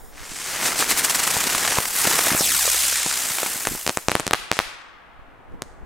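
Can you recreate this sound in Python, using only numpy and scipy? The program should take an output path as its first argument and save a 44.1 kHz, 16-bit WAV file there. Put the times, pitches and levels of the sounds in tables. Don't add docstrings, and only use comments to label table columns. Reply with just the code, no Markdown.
import sys
import numpy as np
from scipy import signal
from scipy.io import wavfile
from scipy.ndimage import uniform_filter1d, map_coordinates

SR = 44100
rng = np.random.default_rng(int(sys.argv[2]) if len(sys.argv) > 2 else 0)


def gain_from_db(level_db):
    decades = np.asarray(level_db, float) / 20
    return 10 ** decades


def unload_audio(sound):
    columns = np.transpose(np.atleast_2d(sound))
    steps = np.round(np.clip(columns, -1, 1) * 32767)
    wavfile.write(sys.argv[1], SR, steps.astype(np.int16))


N = 258032
T = np.arange(N) / SR

# time in seconds, hiss level in dB, throat (how deep the burn sounds) in dB,
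# sparks (extra share above 10 kHz).
BURN = [(.1, -51, 11, -.55), (.2, -43.5, 3.5, -0.64), (.34, -32.5, -7.5, -0.64), (.6, -25.5, 0, -0.38),
        (1.0, -23.5, -2, 0.094), (1.78, -23, -2, -0.39), (1.81, -28.5, -0.5, 0.77),
        (1.92, -28.5, -5.5, .65), (1.98, -22, -5.5, 0.6), (2.1, -21, -0.5, 0.029), (2.33, -23, -3.5, 0.64),
        (2.4, -19, -9, 0.18), (2.85, -19, -13.5, -0.083), (3.05, -21.5, -11, -0.55), (3.41, -27, -4, 0.46),
        (3.75, -32.5, -4.5, 0.76), (3.9, -38, -9, 0.85), (4.2, -45, -11.5, .4)]
# time in seconds, speed in turns per second.
ROTATION = [(.5, 5.55), (.72, 6.49), (.92, 11.18), (1.12, 20.28), (1.32, 30.06), (1.42, 29.97),
            (1.58, 39.85), (1.82, 40.59), (2.02, 34.57), (2.23, 37.58), (2.42, 65.32), (2.95, 66.94),
            (3.3, 60.69), (3.7, 58.62), (3.9, 50)]
# frequency in Hz, likeness from 0 to 1.
LIKENESS = [(60, .85), (200, .96), (600, .972), (1700, .972), (4500, .94), (9000, .86), (15000, .66)]


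def evened(x):
    return x / np.sqrt(np.mean(x ** 2) + 1e-20)


def read(points, hz):
    f, value = np.transpose(points)
    return np.interp(np.log(hz + 1), np.log(f + 1), value)


def curves(rows):
    s, *columns = np.transpose(rows)
    return [np.interp(T, s, c) for c in columns]


def add(mix, s, sound):
    part = mix[..., round(s * SR):][..., :sound.shape[-1]]
    part += sound[..., :part.shape[-1]]


def noise(shape, same, patchy_db, size=512):
    frames, hz = 4 * N // size + 5, np.fft.rfftfreq(size, 1 / SR)
    a, b, c, d, patches = rng.standard_normal((frames, len(hz), 5)).T
    patches = uniform_filter1d(patches, size=8, axis=0)
    patches = evened(uniform_filter1d(patches, size=5, axis=1))
    same = np.clip(read(same, hz), -1, 1)[:, None]
    left = a + 1j * b
    right = same * left + np.sqrt(1 - same ** 2) * (c + 1j * d)
    z = np.array([left, right]) * gain_from_db(read(shape, hz)[:, None] + patchy_db * patches)
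    return evened(signal.istft(z, nperseg=size, noverlap=3 * size // 4)[1][:, :N])


def flicker(hz):
    band = signal.butter(2, [hz / 12, hz], "band", fs=SR, output="sos")
    return evened(signal.sosfilt(band, rng.standard_normal(N)))


def jet():
    # frequency in Hz, level in dB per Hz.
    hiss_spectrum = [(500, -21), (1500, -8.5), (2200, -5.5), (4500, -5), (8000, -3.5), (12000, -6.5),
                     (14000, -6.5), (16000, -14.5)]
    roar_spectrum = [(300, -26.5), (700, -3.5), (1100, -2.5), (2000, -1.5), (3500, -10.5), (6000, -11.5),
                     (9000, -34)]
    rumble_spectrum = [(40, -19.5), (100, -9.5), (250, -3), (500, -3.5), (800, -17.5), (1300, -17)]
    hiss_db, roar_db, sparks = curves(BURN)
    speed, turns = spin()

    rumble_db = -5 + 1.65 * np.minimum(roar_db, 1) + 0.5 * np.clip((speed - 50) / 10, 0, 1)

    slow_db, fast_db, blur_turns_per_s, throb_in_s = 6.4, 1.6, 23.5, .13
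    throb_db = fast_db + (slow_db - fast_db) / (1 + (speed / blur_turns_per_s) ** 6)
    facing = np.cos(2 * np.pi * turns) + .3 * np.cos(4 * np.pi * turns + .6)
    started = np.clip((T - ROTATION[0][0]) / throb_in_s, 0, 1)
    sweep_db = throb_db * facing * np.clip(0.59 + speed / 45, 0, 1) * started

    burn = flicker(hz=160)
    hiss = noise(hiss_spectrum, LIKENESS, patchy_db=1.5)
    hiss = hiss * gain_from_db(sweep_db + 1.35 * burn + 0.33 * flicker(hz=500))
    top = signal.sosfiltfilt(signal.butter(2, 10000, "high", fs=SR, output="sos"), hiss)
    hiss = hiss + sparks * top
    roar = noise(roar_spectrum, LIKENESS, patchy_db=0.14)
    roar = roar * gain_from_db(roar_db - 0.5 + 0.5 * sweep_db + 1.73 * burn + 1.68 * flicker(hz=89.5))
    rumble = noise(rumble_spectrum, LIKENESS, patchy_db=1.0, size=1024)
    rumble = rumble * gain_from_db(rumble_db + 0.55 * sweep_db + 2.0 * flicker(hz=70.4))
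    alive = np.clip((T - BURN[0][0]) / 0.087, 0, 1) * np.clip((BURN[-1][0] - T) / 0.25, 0, 1)
    direct = gain_from_db(hiss_db - 0.84) * alive * (hiss + roar + rumble) + sputters()

    lift_s, climb_s, climb_shape, top_path_ms = 2.235, .866, 2.6, 10.13
    climb = np.maximum(T - lift_s, 0) / climb_s
    path_ms = top_path_ms * (1 - np.exp(-climb ** climb_shape))
    share = .6 - .04 * path_ms
    wobble = 1 + .045 * uniform_filter1d(flicker(hz=60), size=200)
    late = np.arange(N) - path_ms * wobble * SR / 1000
    echo = np.array([map_coordinates(c, [late], order=3) for c in direct])
    echo = signal.lfilter([.45], [1, -.55], echo)
    lifted = np.clip((T - lift_s) / 0.029, 0, 1) * np.clip(share, 0, 1)
    return (direct + lifted * echo) / np.sqrt(1 + 0.55 * lifted ** 2)


def spin():
    speed = curves(ROTATION)[0]
    moving = T > ROTATION[0][0]
    return speed, .035 + np.cumsum(speed * moving) / SR


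def sputters():
    # time in seconds, level in dB, pitch in Hz.
    lumps = [(0.826, -14, 1102), (0.913, -11.5, 1550), (0.925, -16.5, 1596), (1.205, -20, 1204),
             (1.277, -15.5, 1150), (1.368, -12, 330), (1.55, -13, 1530), (1.652, -14, 1404),
             (1.678, -12.5, 1784), (1.722, -14.5, 1235), (1.773, -15, 820), (1.786, -9, 752),
             (1.856, -19, 1270), (2.054, -11, 960), (2.075, -13, 670), (2.192, -11, 1026),
             (2.27, -15, 1145), (2.334, -18, 421), (2.35, -17, 480), (2.409, -18, 441), (2.679, -19, 899),
             (2.927, -18.5, 1733), (3.063, -17, 648), (3.113, -19.5, 1720), (3.303, -19.5, 1733),
             (3.385, -14.5, 1454), (3.463, -16, 924), (3.432, -14.5, 800), (3.653, -17.5, 1753),
             (3.751, -22.5, 482)]
    # time in seconds, level in dB, pitch in Hz.
    belches = [(0.319, -29, 205), (1.369, -24.5, 168.4), (1.55, -22.5, 200), (1.787, -15, 120),
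               (2.071, -17, 160), (2.193, -25.5, 198), (2.319, -16, 206), (2.333, -30, 141),
               (2.349, -13, 233), (2.41, -22.5, 174), (2.504, -40.5, 203), (3.064, -25, 185),
               (3.31, -28, 139), (3.56, -26.5, 200), (3.713, -25, 148), (3.721, -20, 253),
               (3.736, -27, 198.7), (4.845, -35.5, 900)]
    out, u = np.zeros(N), np.arange(-600, 600) / SR

    when, size, pitch = rng.random((36, 3)).T
    when = np.interp(when, [0, 1], (.5, 3.75))
    small_db = np.interp(when, *np.transpose(BURN)[:2]) + 1.5 - 14 * size
    small_hz = np.interp(pitch, [0, 1], (700, 1800))
    flares = list(lumps) + list(zip(when, small_db, small_hz))

    swell = np.exp(-(u / 0.002) ** 2)
    for (s, db, hz), grit in zip(flares, rng.standard_normal((len(flares), 1200))):
        band = signal.butter(1, [hz / 2.26, hz * 1.51], "band", fs=SR, output="sos")
        puff = swell * evened(signal.sosfilt(band, grit))
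        add(out, s + u[0], gain_from_db(db - 1.0) * puff)
    for s, db, hz in belches:
        push_pull = -np.sin(2 * np.pi * hz * u) * np.exp(-(2.83 * hz * u) ** 2)
        add(out, s + u[0], gain_from_db(db) * push_pull)
    return out


def hum():
    start_s, hold_s, end_s = 2.38, 2.77, 3.3
    db = -46.5 - 22.5 * np.maximum(T - hold_s, 0)
    fade = np.clip(np.minimum(T - start_s, end_s - T) / 0.055, 0, 1)
    return np.sqrt(2) * gain_from_db(db) * fade * np.sin(2 * np.pi * spin()[1])


def pops():
    # time in seconds, shock level in dB, suction time in ms, split of the front in ms,
    # ground echo delay in ms.
    stars = [(3.6714, 0, 0.19, 0.11, 9), (3.8653, -0.5, 0.17, 0, 9.4), (3.8769, 1, 0.11, 0, 10.3),
             (3.89, -5, .3, 0, 14), (3.8943, 1.5, 0.21, 0, 11), (3.9021, -10, 0.24, 0, 6.8),
             (3.9726, 0, 0.21, 0.12, 10.8), (4.0847, 7.5, 0.2, 0.015, 10.7), (4.117, 1, 0.19, 0.079, 9.9),
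             (4.1532, 5, 0.25, 0.079, 10.5), (4.1979, -3.5, 0.27, 0.13, 9.5),
             (4.2043, -8, 0.52, 0.081, 8.3), (4.2474, -29.5, .25, 0.05, 8.7), (4.267, -1, 0.4, 0, 16),
             (4.278, -1, 0.36, 0, 10.3), (4.31, -1.5, 0.25, 0.071, 10.3), (4.3333, 1.5, 0.12, 0.13, 10.7),
             (4.3358, 6.5, 0.12, .07, 10), (4.5155, 6.5, 0.11, 0.025, 10.1),
             (4.5693, -14, 0.19, 0.088, 5.4), (4.5904, 6, 0.12, 0.069, 10.4), (5.522, -50, .1, 0, 9.2),
             (5.621, -4.5, 0.33, 0, 7.5)]
    # delay in ms, left level in dB, right level in dB.
    reflections = [
        (1.6, -9.5, -58),
        (2.6, -34.5, -30),
        (16.6, -18.5, -10.5),
        (19.4, -26, -24.5),
    ]
    direct, spread, echoes = np.zeros(N), np.zeros(N), np.zeros((2, N))
    ms = np.arange(-20, 500) * 1000 / SR
    dull, vent = signal.butter(2, 3800, fs=SR), signal.butter(1, 150, "high", fs=SR)
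    blunting, heave_vent = signal.butter(1, 2600, fs=SR), signal.butter(1, 70, "high", fs=SR)

    v = np.maximum(ms, 0) / 0.7
    gas_push = 0.017 * signal.lfilter(*heave_vent, v * np.exp(1 - v))

    for (s, db, slow_ms, split_ms, ground_ms), grit in zip(stars, rng.standard_normal((len(stars), 2, 520))):
        front = np.exp(-(ms / .034) ** 2) + .85 * np.exp(-((ms - split_ms) / .03) ** 2)
        slow_ms = np.clip(slow_ms, .05, 2)
        suction = .36 * (0.28 / slow_ms) ** .6 + 1.5 * split_ms
        u = np.maximum(ms - split_ms, 0) / slow_ms
        debris = signal.lfilter(*dull, grit) * np.exp(-abs(ms - .5) / .6)
        crackle = grit[1] * np.exp(-abs(ms - .4) / .5)
        shock = 0.97 * front / front.max() - suction * u * np.exp(1 - u)
        shock = shock + .15 * debris[0] + 0.032 * crackle
        shock = gain_from_db(db) * signal.lfilter(*vent, shock)
        start = s + ms[0] / 1000
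        add(direct, start, shock - gain_from_db(2.4 * db) * gas_push)
        add(spread, start, gain_from_db(0.95 * db) * shock)

        add(echoes, start, 0.046 * gain_from_db(db) * debris * [[1], [-.5]])
        blunt = signal.lfilter(*blunting, shock)
        scattered = gain_from_db(.5 * db) * (blunt + 0.45 * gain_from_db(db) * debris[1])
        add(echoes, start + ground_ms / 1000, gain_from_db([[-14], [-14.5]]) * scattered)
        returned = 0.29 * gain_from_db(.5 * db) * shock + 0.11 * scattered
        for late_ms, left_db, right_db in reflections:
            add(echoes, start + late_ms / 1000, gain_from_db([[left_db], [right_db]]) * returned)
    return direct + echoes, spread


def yard(x):
    # frequency in Hz, time to fall 60 dB in seconds.
    decay = [(100, 0.38), (500, 0.7), (1500, 0.84), (4000, 0.52), (8000, 0.46), (14000, 0.17)]
    # frequency in Hz, level in dB.
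    tone = [(100, -17.5), (500, -12.5), (1500, -7), (4000, -0.5), (8000, 1.5), (15000, 1.5)]
    # frequency in Hz, level in dB.
    trees = [(300, -25.5), (1200, -15.5), (3000, -22.5), (5000, -36), (7000, -45), (10000, -66.5)]
    size = 2 * SR
    taps = np.zeros((2, size))
    slots = np.arange(760, size - 12, 12)
    at = slots + rng.integers(0, 12, (2, len(slots)))
    np.put_along_axis(taps, at, rng.standard_normal(at.shape), 1)
    taps = 0.39 * taps[0] + 0.93 * taps
    hz, t, z = signal.stft(taps, SR, nperseg=256)
    held = 0.57 * t + 0.26 * np.maximum(t - .09, 0)
    near = gain_from_db(read(tone, hz)[:, None] - 60 * held / read(decay, hz)[:, None])
    far = gain_from_db(read(trees, hz)[:, None] - 60 * t / 4.5)
    tail = signal.istft(z * (near + far), SR, nperseg=256)[1]
    return signal.fftconvolve(x[None], tail / np.linalg.norm(tail[0]), axes=1)[:, :N]


def night():
    # frequency in Hz, level in dB per Hz.
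    air_spectrum = [(60, -14), (150, -20.5), (400, -20.5), (800, -15.5), (1900, -25.5), (3500, -47),
                    (6000, -56), (16000, -78)]
    wind_spectrum = [(12, -4.5), (30, 6.5), (60, -4), (120, -17), (300, -13.5), (500, -18), (900, -60.5)]
    # time in seconds, level in dB.
    fizz = [(0, -50.5), (.1, -50.5), (.3, -85)]
    # time of the peak in seconds, level in dB, half length in seconds.
    gust_list = [
        (0, -43, .7),
        (1.5, -47, .75),
        (3.6, -51, .25),
        (3.72, -32, .04),
        (4.3, -56, .5),
        (4.41, -46, .03),
        (4.66, -49, .03),
        (5.3, -52, .3),
        (5.55, -37, .06),
        (5.85, -42, .17),
    ]
    duck_in_s, release_s, recover_s = 0.63, 4.84, 0.3
    duck = np.clip(T / duck_in_s, 0, 1) * np.exp(-np.maximum(T - release_s, 0) / recover_s)
    air = gain_from_db(-47 - 10.5 * duck) * noise(air_spectrum, [(100, 0.53), (5000, 0.55)], patchy_db=0.5, size=1024)

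    gusts = gain_from_db(-62)
    for s, db, half_s in gust_list:
        gusts = gusts + gain_from_db(db) * np.exp(-((T - s) / half_s) ** 2)
    opposed = [(20, -0.4), (60, -0.72), (300, 0.02)]
    lumps = gain_from_db(3.4 * flicker(hz=30))
    wind = gusts * lumps * noise(wind_spectrum, opposed, patchy_db=-2.5, size=2048)

    fuse = noise([(2000, -8), (10000, -5.0), (16000, -2.5)], LIKENESS, patchy_db=1.0)
    fuse = gain_from_db(curves(fizz)[0]) * (T < fizz[-1][0]) * fuse
    fuse = fuse + .55 * np.roll(fuse, shift=25, axis=1)
    self_noise = gain_from_db(-73.5) * rng.standard_normal((2, N))
    return air + wind + fuse + self_noise


def scene():
    flame = jet()
    bursts, fronts = pops()
    wet = yard(gain_from_db(-16.0) * fronts + gain_from_db(-30.0) * flame.mean(0))
    return gain_from_db([[.2], [-.2]]) * (flame + bursts + hum()) + wet + night()


def band_limit(x):
    return signal.sosfilt(signal.butter(12, 16430, fs=SR, output="sos"), x)


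def record(dry):
    b, a = signal.iirpeak(8000, 1.8, fs=SR)
    heard = 0.8 * dry + .5 * signal.lfilter(b, a, dry)
    heard = signal.oaconvolve(heard, signal.firwin(255, 15900, fs=SR)[None], "same")
    return band_limit(np.clip(heard, -.98, .98))


dry = scene()
out = record(dry)
unload_audio(out)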